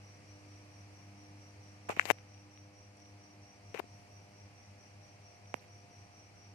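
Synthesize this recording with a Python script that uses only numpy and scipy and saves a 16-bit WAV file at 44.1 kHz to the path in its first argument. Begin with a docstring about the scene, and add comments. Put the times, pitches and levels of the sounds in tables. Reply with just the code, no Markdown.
"""A slow fan hums and throbs in a quiet bedroom at night, air hisses softly and crickets outside chirp
in step by scraping their wings. After about two seconds a small monkey grabs at the hand-held phone:
claws knock on the case amid brief rasps, most of them fur dragging over the two microphone holes
(the ports). A few more touches follow, and near four seconds a sliding blanket whispers."""
import sys
import numpy as np
from scipy import signal
from scipy.fft import rfft, irfft, next_fast_len
from scipy.io import wavfile
from scipy.ndimage import uniform_filter1d

SR = 44100
rng = np.random.default_rng(int(sys.argv[2]) if len(sys.argv) > 2 else 0)


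def generate_wav(sig):
    """Save sig (samples, or channels by samples) to the path in sys.argv[1] as 16-bit PCM at SR."""
    pcm = np.round(np.clip(np.atleast_2d(sig).T, -1, 1) * 32767).astype(np.int16)
    wavfile.write(sys.argv[1], SR, pcm)


N = 288414


def undb(db):
    """Turn decibels into a number to multiply by."""
    return 10 ** (np.asarray(db) / 20)


def level(x, db):
    """Scale a sound to an average (rms) level."""
    return x * undb(db) / np.sqrt(np.mean(x ** 2))


def ring(x, *bands):
    """Pass a sound through resonances in a row, each given as (pitch [Hz], width [Hz])."""
    for hz, width_hz in bands:
        x = signal.lfilter(*signal.iirpeak(hz, hz / width_hz, SR), x)
    return x


def wander(rate):
    """A smooth random wiggle, roughly 1 in size, with `rate` new values a second."""
    hold = int(SR / rate)
    steps = np.repeat(rng.standard_normal(N // hold + 1), hold)
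    return 0.92 * uniform_filter1d(uniform_filter1d(steps, hold), hold)[:N]


def sides(pan_db):
    """Left and right volume; the nearer port keeps the full level."""
    return undb([[min(pan_db, 0.)], [min(-pan_db, 0.)]])


# The lowest hum and the tone just above that makes it throb: (time [s], hum [dB], side tone [dB])
FAN_THROB = [(0, -57, -72), (2.0, -58.5, -77), (3.4, -62, -66), (4.8, -60.5, -70.5), (6.54, -62, -67.5)]
# Weaker side tones from the blades: (pitch [times the hum], shift [times the fan speed], level [dB])
BLADE_TONES = [(1, -2, -77), (1, -1, -79), (2, -1, -81), (2, 1, -84)]
# Higher hum tones, before and after the phone turns:
# (pitch [times the hum], before [dB], after [dB], delay on the right [radians])
OVERTONES = [(2, -72, -74, 0.23), (3, -66.5, -73, 0.51), (4, -81.5, -77.5, 1.54), (5, -74, -76, 0.25),
             (6, -73.5, -72.5, 1.6), (7, -75, -70.5, 1.14), (8, -79.5, -77, 0.38), (9, -80.5, -79.5, 1.8),
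             (10, -96, -84, 2.2), (12, -79, -82.5, 2.18)]
def fan(t):
    """The motor hums at twice the mains rate; each turn of the fan rocks it, adding a throb."""
    hum_hz, turn_s, phone_turning_s = 100.51, .2584, (2.87, 4.44)
    times, motor_db, side_db = np.transpose(FAN_THROB)
    hum = 2 * np.pi * hum_hz * t
    turn = 2 * np.pi * (t - .31) / turn_s
    motor_gain = undb(np.interp(t, times, motor_db) + np.array([[-.5], [.5]]))  # left, right
    side_gain = undb(np.interp(t, times, side_db) + np.array([[1.2], [-1.2]]))
    out = motor_gain * np.sin(hum) + side_gain * np.sin(hum + turn + 0.2 * wander(1.5))
    for multiple, shift, db in BLADE_TONES:
        gain = undb(db + 0.87 * wander(1.9))
        out += gain * np.sin(multiple * hum + shift * turn + 0.274 * wander(5.1))
    # overtones come by other paths and reach the ports out of step
    for multiple, before_db, after_db, lag in OVERTONES:
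        db = np.interp(t, phone_turning_s, (before_db, after_db)) + 2.0 * wander(16) + 2.5 * wander(4)
        phase = multiple * hum + 2 * np.pi * rng.random() + 0.64 * wander(6.1)
        out += undb(db) * np.sin(phase - np.array([[0], [lag]]))
    return np.sqrt(2) * out


# How strong the room's hiss is from low to high: (pitch [Hz], relative level [dB])
AIR_COLOUR = [(20, -35), (50, -26), (82, -13), (101, -8.5), (125, -13), (270, -20), (460, -23.5),
              (750, -22), (1500, -32), (3600, -40.5), (6500, -39), (9500, -45), (12300, -36.5),
              (14500, -54.5), (15400, -81)]
# Pitches the ports boost or cut: (pitch [Hz], width [Hz], boost [dB])
PORT_COLOUR = [(2360, 1290, 12), (4840, 3600, 12), (8770, 850, 8), (12340, 870, -23.5), (3660, 690, -5)]
# The slow swell of the air: (time [s], relative level [dB])
AIR_SWELL = [(0, 2.5), (2.1, 2), (2.6, 0), (4, 1.5), (6.54, 1.16)]
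def air(t):
    """Room noise in half-octave slices that each flicker alone; both ports hear much the same bass."""
    air_db, right_lag_s = -61, .00018
    size = next_fast_len(N)
    hz = np.arange(size // 2 + 1) * SR / size + 1e-3
    pitches, levels = np.transpose(AIR_COLOUR)
    db = np.interp(np.log(hz), np.log(pitches), levels)
    db += sum(boost / (1 + (2 * (hz - centre) / width) ** 2) for centre, width, boost in PORT_COLOUR)
    alike = 1 / (1 + (hz / 1000) ** 2) - .14
    shared, opposed = rfft(rng.standard_normal((2, size))) * undb(db) * np.sqrt([1 + alike, 1 - alike])
    pair = np.array([(shared + opposed) * np.exp(2j * np.pi * hz * right_lag_s), shared - opposed])
    swell_db = np.interp(t, *np.transpose(AIR_SWELL))
    out = np.zeros((2, N))
    for octave in np.arange(4.5, 14.5, .5):
        window = np.cos(np.pi * np.clip(np.log2(hz) - octave, -.5, .5)) ** 2
        gain = undb(swell_db + 0.42 * wander(27) + 0.39 * wander(2.96))
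        out += gain * irfft(pair * window, size)[:, :N]
    return level(out, air_db) * undb([[.4], [-.4]])


# One cricket a row: (wing pitch [Hz], width [Hz], strokes [per s], base level [dB])
CRICKETS = [(5830, 160.6, 41, -72.5), (5500, 260, 93, -83), (5680, 190, 47, -73.5), (4830, 320, 25, -92)]
# What still sounds between chirps: (time [s], strength [factor])
BETWEEN_CHIRPS = [(0, 0.33), (2, 0.29), (2.6, 0.18), (6.54, 0.19)]
# How all the crickets rise and fall together: (time [s], boost [dB])
CHORUS_SWELL = [(0, 1.2), (1.2, 0), (2.6, 2), (3.6, 2), (4.6, 0.5), (5.4, 2), (6.54, 3.5)]
def crickets(t):
    """Each stroke scrapes a wing and makes it ring; the crickets chirp in step, from all around."""
    first_chirp_s, chirp_every_s = .096, .2262
    tone_share, stroke_depth = 0.57, 0.32  # strokes are shallow because echoes fill the gaps
    cycle = 2 * np.pi * (t - first_chirp_s) / chirp_every_s
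    pulse = .5 + .5 * np.cos(cycle + 0.25 * np.cos(cycle))  # starts faster than it fades
    chirp = np.interp(t, *np.transpose(BETWEEN_CHIRPS)) + 1.1 * pulse ** 0.73
    out = np.zeros((2, N))
    for hz, width_hz, rate, db in CRICKETS:
        strokes = 1 + stroke_depth * np.cos(2 * np.pi * rate * t + 3.54 * wander(6))
        scrape = ring(rng.standard_normal((2, N)), *[(hz, width_hz)] * 3)
        wavering_hz = hz + 0.3 * width_hz * np.array([wander(150), wander(150)])
        tone = np.sin(2 * np.pi * np.cumsum(wavering_hz, axis=1) / SR)
        wings = np.sqrt(tone_share) * level(tone, 0) + np.sqrt(1 - tone_share) * level(scrape, 0)
        out += level(wings * strokes * chirp * undb(0.64 * wander(5.3)), db)
    return out * undb(np.interp(t, *np.transpose(CHORUS_SWELL)))


# Brief rasps; the faint one at 1.982 s leads into a loud knock, and the others are fur on a port:
# (start [s], length [s], base level [dB], change by the end [dB],
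# bass [dB], fizz [dB], highest fizz [dB], left minus right [dB])
RASPS = [(1.887, 0.013, -46, 0, 7.5, -11, -14, -4), (1.901, 0.031, -38.5, -11.5, 2, -10, -19, -2.5),
         (1.929, 0.035, -55, -8, -2, -7, -13, -2), (1.963, 0.01, -44, -4, -6, -14, -20, -6),
         (1.972, 0.0096, -43.5, -3, -2, -14, -24, -7), (1.982, 0.022, -46.5, 0, -6, -15, -21, 4),
         (1.998, 0.035, -52, -4, -2, -7.5, -20, -11), (2.006, 0.014, -39.5, 2.5, -19, -14, -28, 22),
         (2.024, 0.046, -55.5, 6, -1, -5, -14, 9), (2.052, 0.019, -48, -9, -5, -10, -24, 8),
         (2.068, 0.04, -47.5, 15.5, -3, -10, -10, 24), (2.109, 0.011, -28, -11, -5, -7, -9, 44),
         (3.751, 0.014, -48.5, 1, 1, -12, -24, 11), (3.764, 0.024, -43.5, -4, -3, -16, -22, 11),
         (3.787, 0.01, -47, 1, 6, -7.5, -12, 13), (3.793, 0.015, -42.5, -16, 3.5, -14, -10, 15),
         (5.552, 0.026, -59, -5, -5, -12, -6, -8), (5.604, 0.05, -65.5, 1, -8, -10, -11, -8)]
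def rasps(t):
    """Uneven clicks, like slipping hairs, ring the hollow of a port; each port gets its own clicks."""
    fade_s, top_hz = 0.002, 11700
    clicks = rng.standard_normal((2, N)) * undb(3.6 * np.minimum(rng.exponential(size=(2, N)), 5))
    hollow = level(ring(clicks, *[(2220, 1500)] * 3), 0)
    bass = level(ring(clicks, (960, 860), (350, 710)), 0)
    treble = level(ring(clicks, (4800, 3900), (6600, 3740)), 0)
    top = level(ring(clicks, (top_hz, 4440), (top_hz, 4700), (top_hz, 5600)), 0)
    out = np.zeros((2, N))
    for start, length, db, change_db, bass_db, fizz_db, top_db, pan_db in RASPS:
        on = slice(int(start * SR), int((start + length) * SR))
        since = t[on] - start
        fade = np.clip(np.minimum(since, length - since) / fade_s, 0, 1)
        gain = fade * undb(db + change_db * since / length)
        fizz = undb(fizz_db) * treble[:, on] + undb(top_db) * top[:, on]
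        out[:, on] += sides(pan_db) * gain * (hollow[:, on] + undb(bass_db) * bass[:, on] + fizz)
    return out


def swing(t, hz, cycles, rise):
    """One short vibration that peaks at t = 0 and dies away quickly."""
    width = np.where(t < 0, rise, .8) * cycles
    return np.exp(-(t * hz / width) ** 2) * np.cos(2 * np.pi * hz * t)


# Claws hitting the case: (time [s], base level [dB], pitch [Hz], ring length [cycles],
# build-up [share of the ring], swing back [dB], tick [dB], left minus right [dB])
CLAW_KNOCKS = [(1.8924, -26.5, 1540, 1.4, .45, -20, -5, 15), (1.8975, -16, 640, 0.61, 0.49, -32, -31, 8),
               (1.902, -28, 1200, 0.85, .45, -22, -20, -22), (1.9665, -31, 1700, 1.3, .45, -30, -20, -16),
               (1.9724, -27.5, 363, 0.42, 0.51, -30, -35, 14), (1.99, -35, 2300, 0.8, .45, -30, -14, 16),
               (1.9961, -1.5, 1935, 0.8, 0.84, -26, -20.5, 20.5),
               (1.9978, -27.5, 940, 1.8, 0.45, -40, -37, 20), (2.0107, -32, 2000, 1.9, .45, -34, -8, 19),
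               (2.016, -31, 2400, 1.6, .45, -34, -28, 20), (2.0256, -36, 2100, 1.5, .45, -32, -22, 16),
               (2.0551, -16.5, 2960, 0.65, 0.42, -8.5, -10.5, 17),
               (2.0601, -25, 3600, 0.59, .45, -29, -23, 20), (2.1027, -1.5, 1900, 0.73, .55, -8, -18.5, 39),
               (2.1046, -16, 2300, 0.56, 0.42, -20, -12, 35), (2.106, -21.5, 1520, 0.54, .45, -19, -11, 35),
               (2.112, -19, 2600, 1.2, 0.5, -9, -25, 40), (2.1095, -5.5, 1560, 0.43, 0.67, -4, -18, 43),
               (2.186, -37.5, 2210, 0.75, .45, -27, -27, -14), (2.347, -47, 2600, 1.5, .45, -28, -20, 16),
               (2.3780, -47, 2900, 1.2, .45, -28, -20, 6), (2.4190, -52, 2400, 1.2, .45, -28, -20, 10),
               (2.5760, -40.5, 2810, 0.99, .45, -27, -20, 15), (2.971, -51, 9000, 2.4, .45, -24, -9, 5),
               (3.002, -46, 3200, 0.76, .45, -30, -5, 5), (3.057, -47, 3300, 1.2, .45, -30, -20, 7),
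               (3.7438, -27, 2300, 0.8, 0.49, -11, -15, 19), (3.7465, -27.5, 465, 2.6, .3, -30, -40, 8),
               (3.7477, -23.5, 1870, 0.6, .45, -31, -15, 16), (3.776, -30, 1890, 1.3, .45, -25, -22, 21),
               (3.7962, -25.5, 2400, 1.1, .45, -20, -18, 27), (3.7968, -38, 4500, 1.6, 0.55, -30, -15, 20),
               (3.7963, -30, 393, 1.8, 0.38, -30, -35, 9), (3.7995, -18.5, 960, 0.58, 0.34, -10, -28, 25),
               (3.8420, -38.5, 327, 0.58, .45, -27, -35, 12), (5.458, -47, 2600, 0.76, .45, -30, -22, -4),
               (5.542, -13.5, 1470, 0.42, 0.54, -8, -15.5, -11.5),
               (5.5446, -34.5, 199, 0.61, 0.61, -40, -40, -14), (5.5955, -52, 4100, 3.5, .6, -30, -20, -6)]
def claw_knocks():
    """The case gives a short swing and a dull swing back; the claw tip adds a bright tick."""
    lead = 200  # samples before each peak
    t = np.arange(-lead, 800) / SR
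    snaps = (t == 0) + 0.18 * rng.standard_normal((len(CLAW_KNOCKS), len(t)))  # a click with some grit
    swing_back = swing(t - 0.00066, hz=673, cycles=0.5, rise=0.57)
    out = np.zeros((2, N))
    for (time, db, hz, cycles, rise, back_db, tick_db, pan_db), snap in zip(CLAW_KNOCKS, snaps):
        case = swing(t, hz, cycles, rise) - undb(back_db) * swing_back
        tip_hz = 6400 if pan_db > 0 else 6900  # each port colours the tick its own way
        tip = ring(snap, (tip_hz, 4000), (tip_hz, 4700))
        sparkle = ring(snap, (10400, 3840), (9400, 5200))
        tick = np.exp(-(t / 0.00056) ** 2) * (tip + 0.3 * sparkle)
        near = case + undb(tick_db) * tick / np.abs(tick).max()
        # the blow travels through the case and reaches the other port later, ringing its hollow
        far = np.roll(0.29 * case - 2.0 * ring(near, (2050, 1600), (2060, 1590)), 6)
        pair = np.array([near, far] if pan_db > 0 else [far, near])
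        push = np.sign(pan_db)  # blows from the right push the case the other way
        start = int(time * SR) - lead
        out[:, start:start + len(t)] += push * sides(pan_db) * undb(db) * pair
    return signal.lfilter(*signal.butter(2, 110, "high", fs=SR), out)


def through_ports(touches):
    """Ports weaken pitches just above their own ring; the narrower right one also dulls the touches."""
    left, right = touches - 0.48 * ring(touches, (3330, 560))
    return np.array([left, signal.sosfilt(signal.butter(3, 11300, fs=SR, output="sos"), right)])


# The blanket shifting: (time [s], level [dB])
BLANKET_RUSTLE = [(3.9, -94), (3.98, -81.5), (4.15, -86), (4.35, -87), (4.5, -99)]
def blanket(t):
    """Cloth fibres whisper high up while the blanket slides."""
    hiss = ring(rng.standard_normal((2, N)), (9500, 4000), (9500, 5000))
    fibres = level(hiss * undb(5.5 * wander(45)), 0)
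    return fibres * undb(np.interp(t, *np.transpose(BLANKET_RUSTLE), left=-140, right=-140))


def scene():
    """Add up the room's sounds and the knocks and rasps at the phone."""
    t = np.arange(N) / SR
    touches = through_ports(claw_knocks() + rasps(t))
    return fan(t) + air(t) + crickets(t) + touches + blanket(t)


def record(dry):
    """The phone cuts off the very highest pitches."""
    top_hz = 15900
    return signal.sosfilt(signal.ellip(8, .2, 70, top_hz, fs=SR, output="sos"), dry)


dry = scene()
out = record(dry)
generate_wav(out)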